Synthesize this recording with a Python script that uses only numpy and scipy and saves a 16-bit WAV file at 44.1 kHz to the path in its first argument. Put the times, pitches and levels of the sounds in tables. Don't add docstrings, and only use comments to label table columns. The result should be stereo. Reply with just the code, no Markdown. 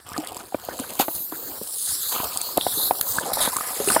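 import sys
import numpy as np
from scipy import signal
from scipy.fft import rfft, irfft, next_fast_len
from scipy.io import wavfile
from scipy.ndimage import uniform_filter1d

SR = 44100
rng = np.random.default_rng(int(sys.argv[2]) if len(sys.argv) > 2 else 0)


def to_wav(sig):
    pcm = np.clip(np.atleast_2d(sig), -1, 1) * 32767
    pcm = np.round(pcm).astype(np.int16)
    wavfile.write(sys.argv[1], SR, pcm.T)


def invert_db(level):
    return 10 ** (np.asarray(level, dtype=float) / 20)


N = 176400

# frequency in Hz, level in dB.
JET_SPECTRUM = [(800, -2.5), (1500, 1), (2500, 4), (4000, 2.5), (6000, 1), (9000, 0.5), (13000, -5.5),
                (16000, -1.5)]


def rms_one(x):
    return x / np.sqrt(np.mean(x ** 2) + 1e-20)


def in_time(rows):
    s, *columns = np.transpose(rows)
    return [np.interp(np.arange(N) / SR, s, column) for column in columns]


def at_hz(points, hz):
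    table_hz, values = np.array(points).T
    return np.interp(np.log(np.maximum(hz, 1)), np.log(table_hz), values)


def drift(rate):
    pole = np.exp(-40 * np.pi * rate / SR)
    white = rng.standard_normal(N // 20 + 3002)
    slow = signal.lfilter([1], [1, -2 * pole, pole * pole], white)[3000:]
    return np.interp(np.arange(N) / 20, np.arange(len(slow)), rms_one(slow))


def ring(clicks, hz, t60):
    radius = invert_db(-60 / (max(t60, 1e-3) * SR))
    w = 2 * np.pi * min(hz, 17000) / SR
    return signal.lfilter([0, np.sin(w)], [1, -2 * radius * np.cos(w), radius * radius], clicks + 1e-18)


def band(x, low_hz, high_hz):
    return signal.sosfilt(signal.butter(2, [low_hz, high_hz], "band", fs=SR, output="sos"), x)


def bank(low_hz, count, octaves, gain_db, patchy_db, rate, source=None):
    edges = low_hz * 2 ** (octaves * np.arange(count + 1))
    shared = drift(rate)
    if source is None:
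        source = rng.standard_normal((2, N))
    out = 0
    for k in range(count):
        low, high = edges[k], edges[k + 1]
        flicker = patchy_db * (0.86 * shared + 1.44 * drift(rate * 0.75))
        out = out + invert_db(gain_db(np.sqrt(low * high)) + flicker) * band(source[k % 2], low, high)
    return out


def bump(hz, centre, octaves, db):
    return db * np.exp(-.5 * (np.log2(hz / centre) / octaves) ** 2)


def grains(rate, spread_db):
    sizes = invert_db(spread_db * np.minimum(rng.exponential(1, (2, N)), 4))
    sizes = sizes * rng.choice([-1, 1], (2, N))
    happens = rng.random((2, N)) < rate / SR
    return rms_one(sizes * happens + 1e-9)


def add(out, s, x):
    i = int(s * SR)
    out[i:i + len(x)] += x[:len(out) - i]


def street():
    # frequency in Hz, level in dB.
    rumble_spectrum = [(15, -42), (25, -62), (60, 8), (199, -7), (430, 6), (493, -5.5), (1500, -1.5),
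                       (1950, -38), (3300, -120)]

    def rumble():
        return rms_one(bank(19.77, count=12, octaves=0.54, gain_db=lambda hz: at_hz(rumble_spectrum, hz),
                            patchy_db=4.5, rate=17.6))

    mid, side = rumble(), rumble()
    return invert_db(-47.5) * (mid + 0.21 * side * np.array([[1], [-1]]))


def jet_colour(hz, nozzle, whistle_db, extra_db=0):
    hiss_db = at_hz(JET_SPECTRUM, hz) + bump(hz, nozzle, octaves=.17, db=8 + extra_db)
    low_whistle_db = whistle_db - 17.0 + bump(hz, nozzle * 0.32, octaves=.22, db=25.9)
    return 10 * np.log10(invert_db(2 * hiss_db) + invert_db(2 * low_whistle_db))


def leak():
    # time in seconds, level in dB, nozzle resonance in Hz, brightness in dB per octave.
    seam_flow = [(0, -55.5, 9970, -4), (.45, -47.5, 9150, 5), (.66, -42, 14300, 2), (.95, -34, 12000, 5),
                 (1.1, -30.5, 12200, 9.5), (1.5, -34, 14000, 5.5), (1.7, -30, 9400, 5),
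                 (1.92, -20, 10140, 2), (2.2, -26.5, 13600, 4.5), (2.55, -33.5, 14200, 0),
                 (2.62, -28.5, 10500, 1), (2.86, -20.5, 11500, 11.5), (2.93, -29, 11000, 9.5),
                 (3.11, -23, 13600, 11.5), (3.28, -38, 10300, -5), (3.5, -32, 11000, 4.5),
                 (3.8, -27.5, 11000, 3.5)]
    db, nozzle, tilt = in_time(seam_flow)

    def colour(hz):
        return jet_colour(hz, nozzle, whistle_db=-1.5) + tilt * np.log2(hz / 10000)

    return invert_db(db - 2.0) * bank(1034, count=24, octaves=1 / 6, gain_db=colour, patchy_db=1.5, rate=6)


def crumple():
    # time in seconds, creak level in dB, fold resonance in Hz, film crackle level in dB.
    load = [(0, -107, 475, -62), (.07, -45, 1040, -47), (.3, -35.5, 670, -38), (.5, -52.5, 830, -50),
            (.85, -36, 506, -42), (1.2, -47.5, 403, -47), (1.55, -41, 400, -41.5), (1.75, -56, 780, -34.5),
            (2.08, -50, 980, -30.5), (2.15, -29, 1050, -32.5), (2.5, -42.5, 810, -38.5),
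            (2.8, -40, 387, -44), (3.15, -36.5, 886, -29.5), (3.22, -26, 524, -35), (3.5, -35.5, 850, -32),
            (3.66, -37, 1060, -34), (3.77, -37, 550, -32.5), (4, -28.5, 510, -30)]
    creaks_per_s, crackles_per_s = 2500, 700
    creak_db, fold, film_db = in_time(load)
    clump_db = np.minimum(5.0 * drift(25) + 3.7 * drift(120), 8)

    def fold_colour(hz):
        return bump(hz, fold, octaves=0.95, db=12.2) + bump(hz, 1500, octaves=1.0, db=2.03)

    def film_colour(hz):
        return bump(hz, 7150, octaves=0.84, db=10.0)

    creak = bank(131.8, count=14, octaves=1 / 3, gain_db=fold_colour, patchy_db=3.0, rate=25.0,
                 source=grains(creaks_per_s * invert_db(.4 * clump_db), spread_db=2.04))
    crackle = bank(1436, count=10, octaves=0.353, gain_db=film_colour, patchy_db=1.5, rate=90,
                   source=grains(crackles_per_s * invert_db(clump_db), spread_db=4.0))
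    return invert_db(creak_db) * rms_one(creak), invert_db(film_db) * rms_one(crackle)


def snaps(rows, top_hz):
    out, t = np.zeros(N), np.arange(SR // 40) / SR
    for s, db, hz in rows:
        burst = rng.standard_normal(len(t)) * invert_db(-60 * t / 0.0095) * np.minimum(t / 0.00014, 1)
        t60 = 16.9 / hz
        x = ring(burst, hz, t60) + 0.072 * ring(burst, hz * 0.41, t60)
        x = x + 1.4 * band(burst, 1100, top_hz)
        add(out, s + 0.00123, invert_db(db) * x / np.abs(x).max())
    return out


def fold_ticks():
    # start in seconds, peak level in dB, pitch in Hz.
    small_folds = [(0.064, -28.5, 1250), (0.083, -30, 1130), (0.1, -37, 727), (0.116, -22, 1290),
                   (0.163, -16, 1220), (0.177, -17, 740), (0.234, -28.5, 720), (0.317, -26, 735),
                   (0.366, -23, 1020), (0.404, -23.5, 1300), (0.412, -31, 1270), (0.436, -39, 1170),
                   (0.521, -26, 745), (0.742, -31, 960), (0.795, -23, 703), (0.903, -27, 2300),
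                   (0.953, -28, 1010), (0.997, -5, 820), (1.518, -30.5, 830), (2.12, -24, 3900),
                   (2.145, -28.5, 1060), (2.162, -18.5, 1180), (2.2, -13.5, 1030), (2.232, -18.5, 880),
                   (2.359, -23, 764), (2.488, -26, 1030), (2.57, -12, 767), (2.61, -10, 3500),
                   (3.37, -12, 880), (3.473, -16, 905), (3.529, -26.5, 1020), (3.561, -15, 1170),
                   (3.567, -14, 1095), (3.584, -19, 1230), (3.607, -14, 1210), (3.885, -11.5, 2800),
                   (3.964, -5, 935)]
    return invert_db(-0.5) * snaps(small_folds, top_hz=3000)


def film_prickles():
    # start in seconds, peak level in dB, pitch in Hz.
    small_slips = [(0.0742, -40, 4950), (0.0883, -23, 8020), (0.1999, -27, 7500), (0.246, -23, 9150),
                   (0.297, -27, 8000), (0.374, -25, 5100), (0.4085, -31, 4960), (0.4366, -38, 4510),
                   (0.675, -29, 9190), (0.6923, -26, 6550), (0.7786, -21, 7560), (0.8904, -23, 10700),
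                   (0.952, -20, 10000), (1.1534, -30, 12000), (3.9014, -7, 9910)]
    return snaps(small_slips, top_hz=12000)


def film_snaps():
    # start in seconds, peak level in dB, pitch in Hz.
    tears = [(0.132, -19, 6230), (0.1775, -9, 7340), (0.2712, -13.5, 8400), (0.3442, -21, 7500),
             (0.366, -19, 8000), (0.6486, -19, 14000), (0.797, -16.5, 7360), (0.903, -17.5, 8500),
             (0.935, -16, 13900), (1, -15, 12000), (2.3719, -4, 8000), (2.4135, -5.5, 8640),
             (2.573, -1, 11100), (3.0102, 0.5, 11800), (3.5651, -3, 8500), (3.7986, -16, 6600)]
    return snaps(tears, top_hz=11000)


def pops():
    # start in seconds, peak level in dB, hollow pitch in Hz, ring T60 in seconds.
    buckles = [(0.179, -19, 310, 0.083), (0.542, -8.5, 620, 0.015), (0.684, -14, 674, 0.011),
               (0.793, -22, 271, 0.039), (0.993, -13, 308, 0.013), (1.079, -11.5, 664, 0.026),
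               (1.32, -25.5, 322, 0.066), (1.61, -22, 440, 0.029), (2.575, -1.5, 670, 0.012),
               (2.663, -6, 764, 0.0073), (2.769, -25, 337, 0.065), (2.906, -2, 794, 0.01),
               (3.18, -17.5, 620, 0.01), (3.315, -16, 750, 0.02), (3.472, -14, 530, 0.014),
               (3.797, -16, 425, 0.063), (3.87, -15.5, 400, 0.085), (3.96, -6, 654, 0.041)]
    # frequency ratio to the hollow pitch, level in dB, share of the ring time.
    wall_modes = [(.5, -11.5, 1.24), (1.0, -2, 1.11), (1.3, -3, 1.05), (2.1, -26, 0.16)]
    out, t = np.zeros(N), np.arange(SR // 5) / SR
    tail_decay = invert_db(-60 * t / .1)
    thud = invert_db(-23 - 60 * t / 0.0317) * np.sin(2 * np.pi * 108 * t)
    for s, db, hz, t60 in buckles:
        a, b = rng.standard_normal((2, len(t)))
        along = np.minimum(t * hz / 2.46, 1)
        sagging = np.sin(2 * np.pi * hz * t * (1.15 - 0.28 * along))
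        push = np.sin(np.pi * along) ** 2 * (sagging + .3 * a)
        body = 0
        for k, (ratio, mode_db, share) in enumerate(wall_modes):
            body = body + invert_db(mode_db + 5 * b[k]) * ring(push, hz * ratio, t60 * share)
        tail = invert_db(-13) * tail_decay * along * rms_one(band(b, hz / 2, 2 * hz))
        tail = tail / rms_one(tail_decay)[0]
        crack = invert_db(4.0 - 60 * t / 0.011) * along * rms_one(band(a, 850, 1700))
        add(out, s + 0.00233, invert_db(db) * (body / np.abs(body).max() + tail + thud + crack))
    return out


def squirts():
    # start in seconds, length in seconds, level in dB, nozzle resonance in Hz,
    # low whistle level in dB, body level in dB.
    bursts = [(0.789, 0.0034, -33.5, 9700, -14, 0), (0.99, 0.029, -20, 12900, -34, -3.5),
              (1.144, 0.02, -29, 11100, -24, -41), (2.593, 0.13, -25, 10860, 19, -25),
              (2.754, 0.13, -25.5, 12300, 4, -24), (3.052, 0.16, -30.5, 8460, -18, -37),
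              (3.331, 0.01, -21, 11700, -1.5, -23), (3.352, 0.0066, -23, 11600, -5, -12),
              (3.365, 0.11, -22.5, 11000, 4.5, -10), (3.402, 0.014, -15, 11000, 6, -26),
              (3.416, 0.011, -12.5, 9540, 6, -20), (3.855, 0.1, -20, 9300, -27, -20)]
    jet, rush, n = np.zeros(N), np.zeros(N), SR // 4
    t, hz = np.arange(n) / SR, np.fft.rfftfreq(n, 1 / SR) + 1
    splutter = invert_db(2.2 * drift(130))
    body_colour = invert_db(bump(hz, 1130, octaves=1.3, db=20.3))
    for s, length, db, nozzle, whistle_db, body_db in bursts:
        a, b = rng.standard_normal((2, n))
        shape = np.minimum(t / (0.24 * length), 1) * np.exp(-np.maximum(t - length, 0) / .013)
        colour = invert_db(jet_colour(hz, nozzle, whistle_db + 4.5, extra_db=4.5))
        add(jet, s, invert_db(db) * shape * rms_one(irfft(rfft(a) * colour, n)))
        add(rush, s, invert_db(db + body_db + 3.0) * shape * rms_one(irfft(rfft(b) * body_colour, n)))
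    return jet * splutter, rush * splutter


def crease_cracks():
    # start in seconds, peak level in dB, pitch in Hz.
    creases = [
        (1.3214, -17.5, 918),
        (3.1832, -4, 1630),
        (3.9004, -8, 1490),
    ]
    return snaps(creases, top_hz=3500)


def ports(cardboard, jets):
    # frequency in Hz, left over right level in dB.
    balance = [(300, -.5), (1050, -6), (1900, 0), (2900, .8), (5500, 4), (6500, 0)]
    # frequency in Hz, phase in turns.
    jet_lead = [(100, .01), (1000, .33), (2400, .5), (3100, .56), (4200, .92), (5600, 1.5), (7000, 2.15),
                (8800, 2.2), (12000, 2)]
    # time in seconds, lag of the left port in ms,
    # left over right level in dB, share of the jets heard from near by (0 to 1).
    wheel = [(0, 0.31, -2.5, 0.19), (.5, 0.29, -2.5, 0.077), (2, 0.27, -2.5, 0.089), (2.6, .26, -3, 0.26),
             (3.2, 0.2, 1.5, 0.58), (3.8, 0.06, 3, 0.56)]
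    n, sign = next_fast_len(N + SR // 8), np.array([[1], [-1]])
    hz, i = np.fft.rfftfreq(n, 1 / SR), np.arange(N)
    late_ms, left_db, near = in_time(wheel)
    near = np.clip(near + 0.61 * drift(5.0), 0, 1)
    half_lag = late_ms * SR / 2000
    lagged = [np.interp(i - k * half_lag, i, cardboard) for k in (1, -1)]
    moving = invert_db(sign * left_db / 2) * lagged

    def led(x, ratio):
        turns = at_hz(jet_lead, hz * ratio)
        return np.exp(-1j * np.pi * turns * (sign + 1)) * rfft(x, n)

    both = rfft(moving, n) + led(jets * (1 - near), 0.99) + led(jets * near, 0.853)
    direct = irfft(invert_db(sign * at_hz(balance, hz) / 2) * both, n)[:, :N]
    scatter = rng.standard_normal(N) * invert_db(-7.5)
    scatter_colour = invert_db(at_hz(JET_SPECTRUM, hz)) / (1 + (hz / 10000) ** 20.0)
    hiss = irfft(rfft(scatter, n) * scatter_colour, n)[:N]
    level = uniform_filter1d(np.abs(jets), size=64) * 0.34
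    echo = np.roll(cardboard, int(0.003997 * SR)) * invert_db(-10)
    return direct + sign * level * hiss + [[1], [0]] * echo


def scene():
    creak, crackle = crumple()
    jet, rush = squirts()
    film = film_snaps() + film_prickles() + crackle
    film_in_walls = 0.5 * band(film, 910, 4200)
    cardboard = pops() + crease_cracks() + fold_ticks() + creak + rush + film_in_walls
    return ports(band(cardboard, 73, 21500), film + leak() + jet) + street()


def band_limit(x):
    return signal.sosfilt(signal.butter(12, 16960, fs=SR, output="sos"), x)


def record(dry):
    soft = .9 * np.tanh(dry / .9)
    cut = signal.sosfilt(signal.cheby2(12, 60, 16500, fs=SR, output="sos"), soft)
    return band_limit(cut)


dry = scene()
out = record(dry)
to_wav(out)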